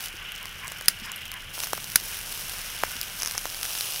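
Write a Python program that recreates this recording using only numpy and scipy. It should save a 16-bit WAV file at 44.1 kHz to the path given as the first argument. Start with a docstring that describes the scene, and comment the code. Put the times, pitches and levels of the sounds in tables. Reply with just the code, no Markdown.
"""Outdoors, one microphone close to a charcoal grill. Pork sizzles and pops over a low rumble of air,
a far hiss, a shrill trill and, at first, faint calls. Scissors crunch through a slice, snap shut
at 0.9 s and scrape open. From 1.5 s the fat fries harder as fresh meat lands; at 2 s the blades snap
again. Tongs knock the pieces about, hardest at 2.8 s, then click on the grate as the sizzle swells."""
import sys
import numpy as np
from scipy import signal
from scipy.fft import rfft, irfft, next_fast_len
from scipy.io import wavfile
from scipy.ndimage import uniform_filter1d

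SR = 44100
rng = np.random.default_rng(int(sys.argv[2]) if len(sys.argv) > 2 else 0)


def output_pcm(signal):
    """Save a mono or channel-first signal as 16-bit PCM at the path in sys.argv[1].

    Samples are clipped to [-1, 1] before scaling.
    """
    pcm = np.clip(np.atleast_2d(signal).T, -1, 1) * 32767
    wavfile.write(sys.argv[1], SR, np.round(pcm).astype(np.int16))


N = 176400
TIME = np.arange(N) / SR


def from_db(db):
    """Decibels to gain."""
    return 10 ** (np.asarray(db) / 20)


def unit_power(x):
    """Scale to a mean square of one."""
    return x / np.sqrt(np.mean(x ** 2) + 1e-20)


def level(rows):
    """Gain over time from (t/s, level/dB) points."""
    return from_db(np.interp(TIME, *np.transpose(rows)))


def colour(x, points):
    """Causal filter of unit mean power that follows (f/Hz, level/dB) points."""
    size = next_fast_len(N + SR // 2, True)
    hz, db = np.transpose(points)
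    log_hz = np.log(np.fft.rfftfreq(size, 1 / SR) + 1)
    gain = unit_power(from_db(np.interp(log_hz, np.log(hz), db)))
    cepstrum = irfft(np.log(gain), size)
    cepstrum[1:size // 2] *= 2   # fold to minimum phase
    cepstrum[size // 2 + 1:] = 0
    return irfft(rfft(x, size) * np.exp(rfft(cepstrum)), size)[:N]


def fade(t60):
    """A quarter second of exponential decay."""
    return from_db(-60 * TIME[:SR // 4] / t60)


def burst(t60):
    """A dying puff of noise."""
    decay = fade(t60)
    return decay * np.tanh(2 * rng.standard_normal(len(decay)))


def ring(modes, ratio=1):
    """One blow on (f/Hz, level/dB, t60/s) modes of alternating sign."""
    t = TIME[:SR // 4]
    return sum((-1) ** k * from_db(db) * fade(t60) * np.sin(2 * np.pi * hz * ratio * t)
               for k, (hz, db, t60) in enumerate(modes))


def place(events):
    """Lay (t/s, level/dB, sound) events on the time line."""
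    out = np.zeros(N)
    for t, db, sound in events:
        start = max(int(t * SR), 0)
        part = sound[:max(N - start, 0)]
        out[start:start + len(part)] += from_db(db) * part
    return out


# Air around the microphone: spectrum (f/Hz, level/dB) and course (t/s, level/dB)
AIR_SPECTRUM = [(12, -21.5), (25, -7.5), (32, 3), (44, -14.5), (62, -13.5), (85, -8), (110, -10),
                (135, -14), (165, -12.5), (260, -22.5), (450, -22.5), (900, -26.5), (3000, -47),
                (16000, -70)]
AIR_COURSE = [(0, -50.5), (.45, -49), (.8, -49), (1.4, -49.5), (1.9, -47.5), (2.35, -47.5), (2.7, -48.5),
              (3.3, -49), (4, -51)]
def air_rumble():
    """Open air rumbles low and almost steadily."""
    return level(AIR_COURSE) * colour(rng.standard_normal(N), AIR_SPECTRUM)


# Hiss in the distance: spectrum (f/Hz, level/dB) and course (t/s, level/dB)
HISS_SPECTRUM = [(200, -32.5), (700, -15), (1000, -10), (1270, -5.5), (1500, 1), (1830, -4), (2200, -0.5),
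                 (2700, -3), (3600, -12.5), (4400, -16), (5500, -13), (6800, -20.5), (16000, -44)]
HISS_COURSE = [(0, -42.5), (.14, -45), (.3, -42.5), (.53, -45), (.75, -42.5), (1.0, -44), (1.15, -42),
               (1.28, -46.5), (1.47, -46), (2.0, -46.5), (2.14, -42), (2.3, -47), (2.55, -43.5),
               (2.95, -42.5), (3.4, -45.5), (4, -51.5)]
def far_hiss():
    """A midrange hiss rises and falls far behind the grill."""
    return level(HISS_COURSE) * colour(rng.standard_normal(N), HISS_SPECTRUM)


# Trill in the distance: spectrum (f/Hz, level/dB) and course (t/s, level/dB)
TRILL_SPECTRUM = [(1500, -39.5), (2300, -13), (2700, -5), (2900, 2), (3200, -3.5), (3600, -13),
                  (5000, -32.5)]
TRILL_COURSE = [(0, -47), (.15, -44.5), (.29, -39.5), (.45, -44), (.6, -46.5), (.95, -47), (1.2, -40),
                (1.35, -44), (1.55, -46.5), (2.5, -48.5), (3.0, -45.5), (3.3, -52), (3.8, -44)]
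def far_trill(throb_hz=31.82, depth=0.43, wander_share=0.153):
    """A shrill band of noise throbs at a wandering rate, like distant frogs."""
    band = level(TRILL_COURSE) * colour(rng.standard_normal(N), TRILL_SPECTRUM)
    wander = unit_power(uniform_filter1d(rng.standard_normal(N), size=SR // 10))
    cycles = np.cumsum(throb_hz * (1 + wander_share * wander)) / SR
    return band * unit_power(1 + depth * np.sin(2 * np.pi * cycles))


# Calls far off (t/s, length/s, level/dB) and their spectrum (f/Hz, level/dB)
CALLS = [(0.192, 0.053, -42.5), (0.396, 0.079, -45), (0.608, 0.08, -39.5), (1.03, 0.1, -42),
         (1.318, 0.08, -40.5)]
CALL_SPECTRUM = [(500, -31), (850, -13), (1050, 2), (1280, -7), (1700, -0.5), (2100, -1), (2800, -13),
                 (6000, -45)]
def far_calls():
    """Short hoarse swells in two broad resonances, blurred by distance."""
    swells = place((t, db, np.sqrt(np.hanning(int(length * SR)))) for t, length, db in CALLS)
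    return swells * colour(rng.standard_normal(N), CALL_SPECTRUM)


# Soft low bumps (t/s, level/dB, f/Hz)
LOW_BUMPS = [(.14, -42.5, 335), (1.02, -37, 215), (2.02, -43, 339), (2.955, -43, 256)]
def bumps(t60=0.071):
    """Each faint bump is one damped low tone."""
    return place((t, db, ring([(hz, 0, t60)])) for t, db, hz in LOW_BUMPS)


def knock(hz):
    """A soft contact sets off a heavily damped thud, with a little grit on top."""
    push = signal.unit_impulse(SR // 4) + 1e-18
    soft_push = signal.lfilter(*signal.butter(4, hz * 1.57, fs=SR), push)
    thud = signal.lfilter(*signal.butter(2, hz * 0.51, "high", fs=SR), soft_push)
    return thud / np.abs(thud).max() + from_db(-10) * burst(t60=0.0087)


# Tongs close by: modes (f/Hz, level/dB, t60/s), clicks (t/s, level/dB), knocks (t/s, level/dB, f/Hz)
TONG_MODES = [(1150, -8, 0.0027), (2400, -7, 0.0018), (5220, -6, .0055), (6250, -4, 0.0039),
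              (10270, -10, 0.0058), (12800, -13, .004)]
GRATE_CLICKS = [(3.2018, -20), (3.2213, -10), (3.2324, -8), (3.2490, -16), (3.2599, -10.5), (3.274, -10),
                (3.2824, -19), (3.379, -6.5)]
MEAT_KNOCKS = [(.679, -32.5, 910), (.718, -28, 905), (.812, -28, 1110), (1.579, -27.5, 900),
               (1.636, -26, 1210), (1.671, -31, 995), (1.7327, -10, 940), (1.779, -23, 990),
               (2.836, -5.5, 1110), (3.349, -26, 1100), (3.353, -23.5, 1200), (3.4552, -17.5, 920)]
def tongs():
    """Tongs ring briefly on the grate and knock dully on the meat."""
    clicks = place((t, db, ring(TONG_MODES, ratio=rng.normal(1, 0.017))) for t, db in GRATE_CLICKS)
    knocks = place((t, db, knock(hz)) for t, db, hz in MEAT_KNOCKS)
    return clicks + knocks


# Blades parting: the rub's course (t/s, level/dB) and spectrum (f/Hz, level/dB)
RUB_COURSE = [(1.01, -90), (1.03, -47), (1.052, -39.5), (1.075, -53), (1.1, -49), (1.13, -92)]
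RUB_SPECTRUM = [(1500, -21), (4800, -11), (5200, 1), (5600, -12), (7700, -15), (16000, -24)]
# Their ting (t/s, level/dB, f/Hz, t60/s)
BLADE_TINGS = [(1.160, -30, 12300, .025), (1.160, -33, 9450, .03)]
def scissors_open():
    """Steel slides on steel with a faint, rough ring, then tings."""
    rub = level(RUB_COURSE) * colour(rng.standard_normal(N), RUB_SPECTRUM)
    tings = place((t, db, ring([(hz, 0, t60)])) for t, db, hz, t60 in BLADE_TINGS)
    return rub + tings


# Two snaps near the microphone, three chattering contacts each (t/s, level/dB, pitch ratio)
BLADE_CONTACTS = [(.8829, 2, 1.006), (.8839, -6.5, 1.03), (.8858, -12.5, 1), (1.9576, 1, 0.99),
                  (1.9584, -1.5, 1.26), (1.9606, -12, 1.08)]
# The blades' modes (f/Hz, level/dB, t60/s) and the crack's spectrum (f/Hz, level/dB)
BLADE_MODES = [(1500, -11, 0.012), (1814, -12, 0.0076), (2130, -20, 0.011), (2620, -16, 0.011),
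               (3380, -14.5, 0.0096), (3890, -14, 0.0092), (4840, -5.5, 0.0081), (5210, -14, 0.018),
               (6550, -17, 0.011), (9650, -5, 0.0093), (10600, -7.5, 0.012), (11950, -7.5, 0.0064),
               (14100, -18, 0.0091)]
CRACK_SPECTRUM = [(60, -6), (230, -5.5), (400, -12), (900, -13.5), (1500, 1.5), (3200, -2), (5200, 4),
                  (6300, 0), (8000, -1.5), (10000, 2.5), (13500, -3), (16000, 0)]
def scissors_shut(crack_db=-2.5, tail_db=-24.5):
    """The blades meet with a crack, a hand-damped ring and a short tail."""
    rings = place((t, db, ring(BLADE_MODES, ratio)) for t, db, ratio in BLADE_CONTACTS)
    cracks = place((t, db, from_db(crack_db) * burst(t60=0.01) + from_db(tail_db) * burst(t60=0.11))
                   for t, db, _ in BLADE_CONTACTS)
    return rings + colour(cracks, CRACK_SPECTRUM)


# Close pops of fat and fibre (t/s, level/dB) and their spectrum (f/Hz, level/dB)
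FAT_POPS = [(0.059, -19), (0.072, -22), (0.084, -22), (.128, -29), (.320, -19.5), (.353, -26), (0.379, -27),
            (.429, -25), (0.456, -18.5), (.671, -23), (.680, -18), (.720, -19.5), (.786, -28), (.811, -18),
            (.859, -21.5), (.989, -29), (1.118, -17), (1.161, -26), (1.219, -28), (1.255, -24),
            (1.317, -16.5), (1.340, -20), (1.603, -12.5), (1.636, -13), (1.671, -17), (1.7328, -11.5),
            (1.843, -17.5), (2.338, -27), (2.349, -22.5), (2.496, -16.5), (2.585, -20), (2.916, -18.5),
            (3.0138, -9), (3.031, -16.5), (3.311, -13), (3.4555, -14.5), (3.631, -10.5), (3.645, -17),
            (3.653, -15), (3.752, -16), (3.787, -18), (3.809, -10), (3.936, -18), (3.944, -17.5),
            (3.961, -16.5)]
POP_SPECTRUM = [(200, -13.5), (800, -4), (2500, 0), (5000, 2), (7500, 0.5), (12500, 0), (16000, -3.5)]
def pops(gain_db=-1.5):
    """Larger bubbles and parting fibres crack one by one."""
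    cracks = place((t, db + gain_db, burst(t60=0.0048)) for t, db in FAT_POPS)
    return colour(cracks, POP_SPECTRUM)


# Pork frying close by: vigour (t/s, level/dB), spectrum (f/Hz, level/dB), treble shelf (t/s, level/dB)
FRY_VIGOUR = [(0, -38), (.055, -35), (.095, -45.5), (.2, -49.5), (.45, -46.5), (.6, -45.5), (.72, -45),
              (1.0, -46), (1.12, -51), (1.22, -47), (1.525, -47), (1.545, -35), (1.595, -38),
              (1.635, -29.5), (1.66, -36.5), (1.8, -38.5), (2.02, -38.5), (2.06, -35), (2.15, -34.5),
              (2.2, -37.5), (2.4, -34), (2.65, -35.5), (2.83, -36), (3.1, -37.5), (3.2, -35.5), (3.4, -35),
              (3.6, -35), (3.66, -32), (3.8, -30.5), (3.95, -32), (4, -31.5)]
FRY_SPECTRUM = [(200, -17.5), (700, -3.5), (1500, -3), (2100, -5.5), (2800, 3), (3700, 0.5), (4600, -1),
                (5400, 4), (6200, 2), (7100, -3.5), (8600, -1.3), (10100, 2.5), (11400, -2), (12700, 2.1),
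                (13700, -2.5), (14700, -1.2), (16000, -4)]
FRY_TREBLE = [(0, -.5), (1.5, -0.87), (1.65, .5), (2.1, 1.4), (2.4, .5), (2.6, -1.7), (3.0, -0.69),
              (3.4, -1), (3.85, -0.17)]
def sizzle(bubbles_db=-1.64, steam_db=-6.5, spread_db=3.5, shelf_hz=7540):
    """Tiny bubbles burst in the fat, more often as it fries harder, over a hiss of steam."""
    vigour = level(FRY_VIGOUR)
    bubbles_per_s = 2600 * (vigour / from_db(-35)) ** 1.3
    sizes = unit_power(from_db(spread_db * np.minimum(rng.exponential(1, N), 5.5)))
    onsets = rng.random(N) < bubbles_per_s / SR
    energy = onsets * sizes ** 2 * SR / bubbles_per_s   # averages one at any rate
    puff = fade(t60=0.0034) ** 2
    envelope = np.sqrt(np.abs(signal.fftconvolve(energy, puff / puff.sum())[:N]))
    grain, steam = rng.standard_normal((2, N))
    bubbles = from_db(bubbles_db) * envelope * np.sign(grain)
    fry = colour(vigour * (bubbles + from_db(steam_db) * steam), FRY_SPECTRUM)
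    treble = signal.lfilter(*signal.butter(1, shelf_hz, "high", fs=SR), fry)
    return fry + (level(FRY_TREBLE) - 1) * treble


def scene():
    """The grill close up and the open air behind it, at one microphone."""
    near = sizzle() + pops() + scissors_shut() + scissors_open() + tongs() + bumps()
    background = far_hiss() + far_trill() + air_rumble() + far_calls()
    return (near + background)[None]


def record(dry):
    """The close snaps softly overload the microphone input; a steep low-pass cuts the top."""
    ceiling, stop_hz = 1.17, 16300
    clipped = ceiling * np.tanh(dry / ceiling)
    return signal.sosfilt(signal.cheby2(16, 60, stop_hz, fs=SR, output="sos"), clipped)


dry = scene()
out = record(dry)
output_pcm(out)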